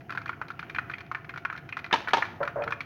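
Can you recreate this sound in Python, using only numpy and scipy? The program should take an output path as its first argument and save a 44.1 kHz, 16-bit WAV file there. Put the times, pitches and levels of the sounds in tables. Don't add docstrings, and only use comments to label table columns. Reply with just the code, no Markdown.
import sys
import numpy as np
from scipy import signal
from scipy.fft import rfft, irfft, next_fast_len
from scipy.io import wavfile
from scipy.ndimage import uniform_filter1d, map_coordinates

SR = 44100
rng = np.random.default_rng(int(sys.argv[2]) if len(sys.argv) > 2 else 0)


def how_loud(loudness_db):
    steps = np.asarray(loudness_db, float) / 20
    return 10 ** steps


def generate_wav(sig):
    pcm = np.round(np.clip(np.atleast_2d(sig).T, -1, 1) * 32767).astype(np.int16)
    wavfile.write(sys.argv[1], SR, pcm)


N = 125685

# pitch_hz, relative density_db (per Hz)
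FLAME_SPECTRUM = [(28, -36), (70, -4), (135, 6), (200, -4.5), (355, -2.5), (410, -9), (640, -17),
                  (677, -0.5), (715, -6.5), (1500, -40.5)]
# pitch_hz, relative density_db (per Hz)
FIZZ_SPECTRUM = [(600, -17), (1500, 5.5), (3000, -2.5), (6200, -63), (16000, -23)]
FLAME_DB, FIZZ_DB, FIZZ_SWELL_DB = -48.5, -62, -2
GRAIN_DB = 3.5

# start_s, level_db (before POP_DB)
SPIT_EVENTS = [(0.007, -39.5), (0.217, -33.5), (0.2786, -29.5), (0.4834, -32), (0.593, -24),
               (0.6973, -24.5), (0.9144, -28.5), (0.9826, -29), (1.0057, -29), (1.064, -40.5),
               (1.2455, -35.5), (1.3758, -26), (1.562, -31), (1.5769, -27.5), (1.6904, -28), (1.7905, -25),
               (1.8433, -24), (1.863, -32.5), (2.107, -24), (2.2534, -25.5), (2.452, -29.5)]
SPIT_HZ, SPIT_CRACK_DB = 2000, -13
# start_s, level_db (before POP_DB), favoured pitch_hz, crack_over_ring_db (before CRACK_DB)
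POP_EVENTS = [(0.0948, -24, 1440, -26), (0.1045, -23.5, 1370, -14.5), (0.123, -23.5, 1570, -14.5),
              (0.1502, -23, 1330, -20.5), (0.1747, -15.5, 1440, -20.5), (0.259, -22, 1420, -18),
              (0.2929, -14.5, 1450, -23.5), (0.3301, -27, 1400, -42), (0.415, -17, 1210, -34),
              (0.5032, -21.5, 1310, -20), (0.628, -26, 1450, -23), (0.7478, -20, 2000, -19.5),
              (0.7608, -20.5, 1790, -23), (0.7849, -13.5, 1670, -26.5), (0.898, -20, 1460, -26),
              (0.9369, -19.5, 2220, -32), (1.1145, -16, 1090, -23.5), (1.1481, -17.5, 1710, -24.5),
              (1.293, -22.5, 1750, -18), (1.3389, -28.5, 1510, -19), (1.3597, -25.5, 1450, -19),
              (1.4505, -13.5, 1434, -24.5), (1.5, -18.5, 1500, -51), (1.527, -23, 1550, -18),
              (1.5521, -29, 1520, -38.5), (1.725, -20, 2200, -28), (1.769, -18, 1270, -16.5),
              (1.9108, -19, 1570, -28), (2.0745, -17, 1410, -31), (2.0845, -14.5, 1520, -15),
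              (2.223, -9.5, 1530, -36.5), (2.4302, -14, 1370, -24.5), (2.476, -17, 1390, -19),
              (2.6214, -24, 2380, -34.5), (2.6377, -23, 1390, -12), (2.6767, -16.5, 1350, -57),
              (2.707, -25, 1400, -10), (2.723, -13, 1390, -22.5), (2.806, -20.5, 2600, -11.5)]
# pitch_hz, level_db
PAN_MODES = [(1100, -7), (1290, -9), (1430, -2), (1730, -6.5), (2080, -9), (2370, -4), (3130, -12.5),
             (4230, -13.5)]
# pitch_hz, relative density_db (per Hz)
CRACK_SPECTRUM = [(700, -11), (1400, 3), (2500, -8.5), (4200, -12), (6500, -26.5), (16000, -36)]
POP_DB, POP_RISE_S, MODE_SCATTER_DB, DETUNE = -3.5, 0.00081, 2.5, 0.031
FAVOUR_DB_PER_OCT = 14
PAN_T60_S, LINGER_DB, LINGER_T60_S = 0.03, -12.5, 0.13
POP_BLUR_HZ, FROTH_BLUR_HZ = 45, 220
CRACK_DB, CRACK_RISE_S, CRACK_T60_S, SPRAY_DB, SPRAY_T60_S = 8.5, 0.0004, 0.0043, -6.5, 0.061

# start_s, level_db (before CLACK_DB), favoured pitch_hz
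CLACK_EVENTS = [(1.927, -5.5, 2600), (1.9383, -7.5, 920), (1.957, -17.5, 1380), (2.1336, -2.5, 1150),
                (2.144, -11.5, 900), (2.17, -14.5, 880), (2.181, -14.5, 950)]
# pitch_hz, level_db
BOARD_MODES = [(826, -12), (905, 6.5), (1292, -2.5), (1690, 3), (2200, -3), (3000, -5.5), (3620, -1.5)]
# pitch_hz, relative density_db (per Hz)
SLAP_SPECTRUM = [(50, -30), (200, -8.5), (900, -1), (3200, -8), (6400, -24.5), (16000, -48.5)]
CLACK_DB, BOARD_T60_S, BOARD_SCATTER_DB = -4.5, 0.048, 2
SLAP_DB, SLAP_T60_S, RATTLE_DB, RATTLE_T60_S = -8, 0.043, -16.5, 0.45

# start_s, level_db (before KNOCK_DB), hold_s (before it dies)
KNOCK_EVENTS = [(2.4043, -21, 0.015), (2.559, -25.5, 0.061), (2.663, -30.5, 0.018)]
# pitch_hz, level_db
HOLLOW_MODES = [(140, 1), (335, -7.5), (468, 3), (578, 10.5), (705, -0.5), (985, -3), (1254, -19)]
# pitch_hz, relative density_db (per Hz)
THUD_SPECTRUM = [(200, -47), (600, 3.5), (1700, -7.5), (3500, -49.5)]
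KNOCK_DB, KNOCK_T60_S, THUD_DB, THUD_RISE_S = 0.5, 0.16, -12.5, 0.00038

# pitch_hz, t60_s
KITCHEN_DECAY = [(500, 0.72), (10000, 0.34)]
POP_ROOM_DB, CLACK_ROOM_DB, WALL_S = -15, -17, 0.006
# pitch_hz, gain_db
MICROPHONE_RESPONSE = [(6300, 0), (7900, -15), (10000, -6), (15500, -2.5)]


def unit(x):
    return x / np.sqrt(np.mean(x ** 2) + 1e-20)


def along(points, hz):
    f, v = np.transpose(points)
    return np.interp(np.log(hz + 1), np.log(f + 1), v)


def noise(spectrum, shape):
    m = next_fast_len(shape[1])
    gain = how_loud(along(spectrum, np.fft.rfftfreq(m, 1 / SR)))
    white = rng.standard_normal((shape[0], m))
    return unit(irfft(rfft(white) * gain, m)[:, :shape[1]])


def wobble(rate):
    knots = rng.standard_normal(int(N * rate / SR) + 4)
    return map_coordinates(knots, [np.arange(N) * rate / SR])


def grain(shape, depth_db):
    ragged = uniform_filter1d(rng.standard_normal(shape), size=100, axis=1)
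    return unit(how_loud(depth_db * unit(ragged)))


def ring(modes, t, t60, extra_db, rise_s, scatter_db, detune, blur_hz):
    hz, db = np.transpose(modes)[:, None, :, None]
    draw = rng.standard_normal((len(extra_db), len(modes), 2))
    level = how_loud(db + (extra_db + scatter_db * draw[..., 0])[..., None])
    tuned_hz = hz * (1 + detune * draw[..., 1:])
    steps = rng.standard_normal((len(extra_db), len(modes), len(t)), np.float32)
    walk = uniform_filter1d(np.cumsum(steps, axis=2), size=40, axis=2)
    drift = walk * np.sqrt(2 * np.pi * abs(blur_hz) / SR)
    rows = (level * np.sin(2 * np.pi * tuned_hz * t + drift)).sum(1)
    rows = rows * how_loud(-60 * t / t60) * (1 - np.exp(-t / rise_s))
    return rows / np.abs(rows).max(1, keepdims=True)


def place(times, rows):
    at = np.round(np.asarray(times) * SR).astype(int)[:, None] + np.arange(rows.shape[1])
    return np.bincount(at.ravel(), rows.ravel(), N + SR)[:N]


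def kitchen(rows, db):
    hz, t, z = signal.stft(rng.standard_normal((len(rows), SR // 3)), SR, nperseg=256)
    decay = how_loud(-60 * t / along(KITCHEN_DECAY, hz)[:, None])
    tail = signal.istft(z * decay, SR, nperseg=256)[1]
    tail = tail / np.linalg.norm(tail, axis=1, keepdims=True)
    tail = np.pad(tail, ((0, 0), (int(WALL_S * SR), 0)))
    wet = how_loud(db) * signal.fftconvolve(rows, tail, axes=1)
    return wet + np.pad(rows, ((0, 0), (0, wet.shape[1] - rows.shape[1])))


def stove():
    flutter_db = 1.2 * wobble(8)
    flame = how_loud(FLAME_DB + flutter_db) * noise(FLAME_SPECTRUM, (1, N))[0]
    ragged_fizz = (noise(FIZZ_SPECTRUM, (1, N)) * grain((1, N), GRAIN_DB))[0]
    fizz = how_loud(FIZZ_DB + FIZZ_SWELL_DB * wobble(14)) * ragged_fizz
    return flame + fizz


def spits():
    s, db = np.transpose(SPIT_EVENTS)
    return pops(s, db, SPIT_HZ + 0 * s, SPIT_CRACK_DB + 0 * s)


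def pops(s, db, pitch_hz, crack_db):
    t = np.arange(SR // 12) / SR
    octaves = np.abs(np.log2(np.transpose(PAN_MODES)[0] / pitch_hz[:, None]))
    favour_db = -FAVOUR_DB_PER_OCT * octaves
    body = ring(PAN_MODES, t, PAN_T60_S, favour_db, POP_RISE_S, MODE_SCATTER_DB, DETUNE, POP_BLUR_HZ)
    froth = ring(PAN_MODES, t, LINGER_T60_S, favour_db, POP_RISE_S, MODE_SCATTER_DB, DETUNE, FROTH_BLUR_HZ)
    body = body + how_loud(LINGER_DB) * froth * grain(body.shape, GRAIN_DB)
    burst = how_loud(-60 * t / CRACK_T60_S)
    spray = how_loud(SPRAY_DB - 60 * t / SPRAY_T60_S) * grain(body.shape, GRAIN_DB)
    rise = 1 - np.exp(-t / CRACK_RISE_S)
    crack = how_loud(crack_db + CRACK_DB)[:, None] * (burst + spray) * rise * noise(CRACK_SPECTRUM, body.shape)
    return place(s, kitchen(how_loud(db + POP_DB)[:, None] * (body + crack), POP_ROOM_DB))


def clacks():
    s, db, pitch_hz = np.transpose(CLACK_EVENTS)
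    t = np.arange(SR // 4) / SR
    octaves = np.abs(np.log2(np.transpose(BOARD_MODES)[0] / pitch_hz[:, None]))
    body = ring(BOARD_MODES, t, BOARD_T60_S, -FAVOUR_DB_PER_OCT * octaves, rise_s=0.00059,
                scatter_db=BOARD_SCATTER_DB, detune=0, blur_hz=35)
    contact = how_loud(-60 * t / SLAP_T60_S)
    rattle = how_loud(RATTLE_DB - 60 * t / RATTLE_T60_S) * grain(body.shape, GRAIN_DB)
    slap = how_loud(SLAP_DB) * (contact + rattle) * noise(SLAP_SPECTRUM, body.shape)
    slap = slap * (1 - np.exp(-t / CRACK_RISE_S))
    return place(s, kitchen(how_loud(db + CLACK_DB)[:, None] * (body + slap), CLACK_ROOM_DB))


def knocks():
    s, db, hold_s = np.transpose(KNOCK_EVENTS)[..., None]
    t = np.arange(SR // 3) / SR
    body = ring(HOLLOW_MODES, t, np.inf, 0 * db, THUD_RISE_S, scatter_db=7, detune=0, blur_hz=22.4)
    thud = how_loud(THUD_DB) * (1 - np.exp(-t / THUD_RISE_S)) * noise(THUD_SPECTRUM, body.shape)
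    fade = how_loud(db + KNOCK_DB - 60 * np.maximum(t - hold_s, 0) / KNOCK_T60_S)
    return place(s[:, 0], kitchen(fade * (body + thud), CLACK_ROOM_DB))


def scene():
    return (stove() + spits() + pops(*np.transpose(POP_EVENTS)) + clacks() + knocks())[None]


def roll_off(x):
    return signal.sosfilt(signal.butter(12, 16430, fs=SR, output="sos"), x)


def record(dry):
    m = next_fast_len(N + 4096)
    response = how_loud(along(MICROPHONE_RESPONSE, np.fft.rfftfreq(m, 1 / SR)))
    heard = irfft(rfft(dry, m) * response, m)[:, :N]
    return roll_off(heard)


dry = scene()
out = record(dry)
generate_wav(out)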